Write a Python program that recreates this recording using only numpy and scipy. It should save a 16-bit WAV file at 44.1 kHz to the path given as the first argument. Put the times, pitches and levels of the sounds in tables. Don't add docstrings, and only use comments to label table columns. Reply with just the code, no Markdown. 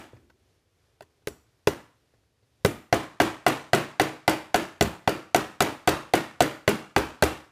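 import sys
import numpy as np
from scipy import signal
from scipy.fft import rfft, irfft, next_fast_len
from scipy.io import wavfile
from scipy.ndimage import uniform_filter1d, minimum_filter1d, map_coordinates

SR = 44100
rng = np.random.default_rng(int(sys.argv[2]) if len(sys.argv) > 2 else 0)


def master(y):
    cut = np.clip(np.atleast_2d(y).T, -1, 1)
    pcm = np.round(cut * 32767)
    wavfile.write(sys.argv[1], SR, pcm.astype(np.int16))


N = 331191
T = np.arange(int(SR * .6)) / SR

KNOCK_DB, THUD_DB, BENCH_DB, CLANK_DB, CRACK_DB, ROOM_DB = -16, -27, -26, -18.5, -35, -34


def amp(db):
    return 10 ** (np.asarray(db) / 20)


def along(points, hz):
    point_hz, value = np.transpose(points)
    return np.interp(np.log(hz + 1), np.log(point_hz), value)


def filtered(x, gain):
    size = next_fast_len(len(x) + 8192)
    hz = np.fft.rfftfreq(size, 1 / SR)
    return irfft(rfft(x, size) * gain(hz), size)[:len(x)]


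def ripple(depth_db, step_hz):
    knots = rng.standard_normal(int(SR / step_hz) + 2)
    return lambda hz: amp(depth_db * np.interp(hz / step_hz, np.arange(len(knots)), knots))


def wobble(rate_hz, size):
    knots = rng.standard_normal(int(size * rate_hz / SR) + 4)
    return map_coordinates(knots, [np.arange(size) * rate_hz / SR])


def noise(spectrum, size, ripple_db=0):
    uneven = ripple(ripple_db, step_hz=68.38)
    x = filtered(rng.standard_normal(size), lambda hz: amp(along(spectrum, hz)) * uneven(hz))
    return x / x.std()


def fade(t60_s, attack_s):
    decay = np.exp(-np.log(1000) * T / t60_s)
    return decay * (1 - np.exp(-T / attack_s))


def burst(spectrum, t60_s, attack_s):
    return noise(spectrum, len(T), ripple_db=5.5) * fade(t60_s, attack_s)


def mode(hz, t60_s, attack_s):
    return np.sin(2 * np.pi * hz * T) * fade(t60_s, attack_s)


def ring(modes, scatter_db, attack_s):
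    total = np.zeros(len(T))
    for hz, db, t60_s in modes:
        strength = amp(db + scatter_db * rng.normal()) * rng.choice([-1, 1])
        total += strength * mode(hz * rng.normal(1, .002), t60_s, attack_s)
    return total


def add(track, s, x):
    i = round(s * SR)
    x = x[max(-i, 0):max(N - i, 0)]
    track[max(i, 0):][:len(x)] += x


# frequency in Hz, density in dB per Hz.
CRACK_SPECTRUM = [(500, -26), (2000, -13), (4000, 0), (7000, 3.5), (11000, 0.5), (15000, -4)]


def crack(track, s, crack_db):
    add(track, s, amp(crack_db + 14) * burst(CRACK_SPECTRUM, t60_s=.014, attack_s=.0004))
    add(track, s + .001, amp(crack_db + 10.5) * mode(3900, t60_s=.018, attack_s=.0004))


HEAD_DB = -7.5
# frequency in Hz, level in dB, t60 in s.
HEAD_MODES = [(5625, -12, .3), (5965, -1, .16), (6110, -4, .14), (6820, -1, .2), (7553, -4, .15),
              (7827, -3, .1), (8325, -8, .22), (9827, -2, .24), (11886, -7, .26)]


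def hammer_head(track, s, room_db, crack_db):
    db = (room_db + crack_db) / 2 + HEAD_DB
    add(track, s, amp(db) * ring(HEAD_MODES, scatter_db=3, attack_s=.0005))


PING_DB, PING_SCATTER_DB = -68, 4


def ping(track, s, force_db):
    ping_db = PING_DB + force_db + PING_SCATTER_DB * rng.normal()
    add(track, s, amp(ping_db + 20) * mode(4650, t60_s=.36, attack_s=.0005))


def thud(track, s, thud_db):
    add(track, s + .00042, amp(thud_db + 11.5) * mode(165, t60_s=.027, attack_s=.0025))


# frequency in Hz, density in dB per Hz.
CLANK_SPECTRUM = [(500, -6.5), (950, 1.5), (1200, -5.5), (1900, -6), (3500, -19.5), (5000, -15.5),
                  (9000, -32)]
# frequency in Hz, level in dB, t60 in s.
PLATE_MODES = [(1528, -2, 0.027), (2016, 0, 0.012), (2680, -3.5, 0.016), (3460, -1.5, 0.0097),
               (4505, -3.5, 0.0084)]


def clank(track, s, clank_db):
    add(track, s + .0005, amp(clank_db + 6) * burst(CLANK_SPECTRUM, t60_s=.027, attack_s=.00047))
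    add(track, s + .0013, amp(clank_db + 3.5) * ring(PLATE_MODES, scatter_db=1, attack_s=.0003))


PUSH_DB, PUSH_HZ, SPRING_BACK_S = 5.5, 410, .0105
# frequency in Hz, level in dB, t60 in s.
BENCH_MODES = [(116, -13, .35), (143, -11, .4), (200, -11, .3), (314, -2, .33), (339, -2, .27),
               (416, -7, .2), (520, -2, .11), (680, -4, .1), (902, -7, .1)]


def bench(track, s, bench_db, room_db):
    add(track, s + .00091, amp(bench_db + PUSH_DB) * mode(PUSH_HZ, t60_s=.013, attack_s=.00092))
    add(track, s + SPRING_BACK_S, amp(bench_db + 11) * mode(408, t60_s=.054, attack_s=.00016))
    add(track, s + SPRING_BACK_S, amp(bench_db + 6.5) * mode(566, t60_s=.025, attack_s=.00055))
    add(track, s + .00395, amp(room_db + 11) * ring(BENCH_MODES, scatter_db=2.5, attack_s=.003))


USUAL_KNOCK_HZ, KNOCK_DB_PER_OCTAVE = 739, 3


def knock(track, s, knock_db, hz):
    deeper_octaves = np.log2(USUAL_KNOCK_HZ / hz)
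    level_db = knock_db + 12 + KNOCK_DB_PER_OCTAVE * deeper_octaves
    add(track, s + .001, amp(level_db) * mode(hz, t60_s=.027, attack_s=.0008))


# frequency in Hz, level in dB, t60 in s.
ANVIL_MODES = [(1333, -11, .09), (1448, -12, .16), (1575, -6, .06), (2005, -5, .07), (2358, -13, .08),
               (2894, -11, .11), (3220, -15, .07), (4430, -16, .07), (4620, -19, .08)]


def anvil(track, s, room_db):
    add(track, s + .001014, amp(room_db + 14.5) * ring(ANVIL_MODES, scatter_db=3, attack_s=.00018))


# frequency in Hz, density in dB per Hz.
TAIL_SPECTRUM = [(25, -23.5), (60, -2), (130, -2), (300, 8), (600, 5.5), (1000, 0), (1600, -2.5),
                 (3000, -7.5), (5300, -17.5), (8000, -21), (12000, -24), (15000, -25)]
# frequency in Hz, t60 in s.
WORKSHOP_DECAY = [(60, 0.32), (160, 0.43), (420, 0.32), (1100, 0.46), (3000, 0.41), (7500, 0.44),
                  (15000, 0.3)]


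def room_tail(build_s, clump_db):
    steady = noise(TAIL_SPECTRUM, len(T), ripple_db=2)
    hz, t, bands = signal.stft(steady, SR, nperseg=256)
    decay = np.exp(-np.log(1000) * t / along(WORKSHOP_DECAY, hz)[:, None])
    tail = signal.istft(bands * decay, SR, nperseg=256)[1][:len(T)]
    return tail * (1 - np.exp(-T / build_s)) * amp(clump_db * wobble(240, len(T)))


# frequency in Hz, density in dB per Hz.
BOOM_SPECTRUM = [(30, -22.5), (70, 2.5), (130, 0), (250, -4.5), (400, -5), (900, -41.5)]


def room(track, s, room_db, crack_db, thud_db):
    add(track, s + .003, amp(room_db + 12.5) * room_tail(build_s=.0025, clump_db=-1))
    add(track, s + .0028, amp(crack_db - 14.5) * burst(CRACK_SPECTRUM, t60_s=.41, attack_s=.0024))
    add(track, s + .008, amp(thud_db - 9) * burst(BOOM_SPECTRUM, t60_s=.31, attack_s=.0047))


YIELD_DB, CONTACT_DB_PER_FORCE_DB = 9.5, .8
KNOCK_LOSS_DB_PER_THUD_DB, BENCH_GAIN_DB_PER_THUD_DB = .25, .33
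# start in seconds, force in dB, knock in Hz, thud in dB, crack in dB.
BLOWS = [(-.125, -3.5, 718, 5, 8), (1.007, -46, 650, 4, -2), (1.2718, -27.5, 435, 6, 10),
         (1.6719, -9.5, 440, 4.5, -1), (2.6481, -7.5, 474, 10, 5.5), (2.926, -.5, 710, 1, -11),
         (3.2004, 1, 712, -3, -9), (3.4641, 1.5, 715, -8, -1), (3.732, 1.5, 696, -5, -2),
         (3.9972, -.5, 756, -4, 0), (4.278, 0, 705, 0, 3.5), (4.543, -1, 720, -1, -2),
         (4.8092, -3, 667, 12, 6), (5.0751, -3, 748, 4, -10), (5.3457, -1, 708, -11, 6),
         (5.605, .5, 733, 2, 7), (5.8743, 1, 726, 3, 4), (6.136, .5, 743, -6, -1), (6.405, .5, 715, -9, 5),
         (6.6771, -1, 590, 9, 0), (6.9622, -1, 780, 10, -7), (7.2234, 0, 590, 9, 7)]


def hammer():
    out = np.zeros(N)
    for s, force, knock_hz, thud_extra, crack_extra in BLOWS:
        contact = CONTACT_DB_PER_FORCE_DB * min(force + YIELD_DB, 0)
        crack_db = CRACK_DB + contact + crack_extra
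        thud_db = THUD_DB + contact + thud_extra
        room_db = ROOM_DB + force
        crack(out, s, crack_db)
        hammer_head(out, s, room_db, crack_db)
        ping(out, s, force)
        thud(out, s, thud_db)
        clank(out, s, CLANK_DB + contact)
        bench(out, s, BENCH_DB + contact + BENCH_GAIN_DB_PER_THUD_DB * thud_extra, room_db)
        knock(out, s, KNOCK_DB + contact - KNOCK_LOSS_DB_PER_THUD_DB * thud_extra, knock_hz)
        anvil(out, s, room_db)
        room(out, s, room_db, crack_db, thud_db)
    return out


HOP_S = .017
REBOUND_DB, REBOUND_DB_PER_FORCE_DB, REBOUND_DB_PER_CRACK_DB = -28, .58, .44


def bounces():
    out = np.zeros(N)
    for s, force, knock_hz, _, crack_extra in BLOWS:
        lands_s = s + HOP_S * knock_hz / USUAL_KNOCK_HZ
        db = REBOUND_DB + REBOUND_DB_PER_FORCE_DB * force + REBOUND_DB_PER_CRACK_DB * crack_extra
        add(out, lands_s, amp(db + 3) * burst(CRACK_SPECTRUM, t60_s=.035, attack_s=.0002))
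        add(out, lands_s, amp(db + 3) * ring(PLATE_MODES, scatter_db=1, attack_s=.00014))
    return out


# frequency in Hz, density in dB per Hz.
AIR_SPECTRUM = [(20, -15), (50, 1.5), (100, 9), (200, -7.5), (420, -3), (900, -12.5), (3000, -16),
                (5500, -18), (8000, -23.5), (12000, -24.5), (15000, -40)]


def workshop_air():
    return amp(-69 + 1.3 * wobble(6, N)) * noise(AIR_SPECTRUM, N)


# start in seconds, bump in dB, tick in dB.
NUDGES = [(.133, -43, -72), (.165, -56, -62), (.298, -70, -57), (1.023, -60, -56), (2.138, -60, -68),
          (2.428, -62, -74)]


def handling():
    out = np.zeros(N)
    for s, bump_db, tick_db in NUDGES + fidgets(count=4):
        add(out, s, amp(bump_db + 2) * mode(118, t60_s=.15, attack_s=.0025))
        add(out, s, amp(bump_db + 7.5) * mode(470, t60_s=.016, attack_s=.00016))
        add(out, s, amp(bump_db - 14) * burst(BOOM_SPECTRUM, t60_s=1.0, attack_s=.0034))
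        add(out, s, amp(tick_db + 6.5) * burst(CLANK_SPECTRUM, t60_s=.048, attack_s=.0022))
        add(out, s + .003, amp(tick_db + 5) * ring(PLATE_MODES, scatter_db=2, attack_s=.002))
    return out


FIDGET_FROM_S, FIDGET_TO_S = .9, 2.6
FIDGET_BUMP_DB, FIDGET_TICK_DB, FIDGET_SCATTER_DB = -66, -73, 2


def fidgets(count):
    places = (np.arange(count) + rng.random(count)) / count
    times_s = FIDGET_FROM_S + (FIDGET_TO_S - FIDGET_FROM_S) * places
    levels_db = rng.normal([FIDGET_BUMP_DB, FIDGET_TICK_DB], FIDGET_SCATTER_DB, (count, 2))
    return list(np.column_stack([times_s, levels_db]))


def scene():
    return (hammer() + bounces() + workshop_air() + handling())[None]


def limited(x, ceiling_db, size):
    needed = np.minimum(1, amp(ceiling_db) / (np.abs(x) + 1e-9))
    return x * uniform_filter1d(minimum_filter1d(needed, size), size)


TOP_HZ = 15300


def record(dry):
    held = limited(dry[0], ceiling_db=-3, size=65)
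    bass_cut = signal.butter(2, 32, "highpass", fs=SR, output="sos")
    lean = signal.sosfilt(bass_cut, held)
    return filtered(lean, lambda hz: 1 / np.sqrt(1 + (hz / TOP_HZ) ** 260))[None]


dry = scene()
out = record(dry)
master(out)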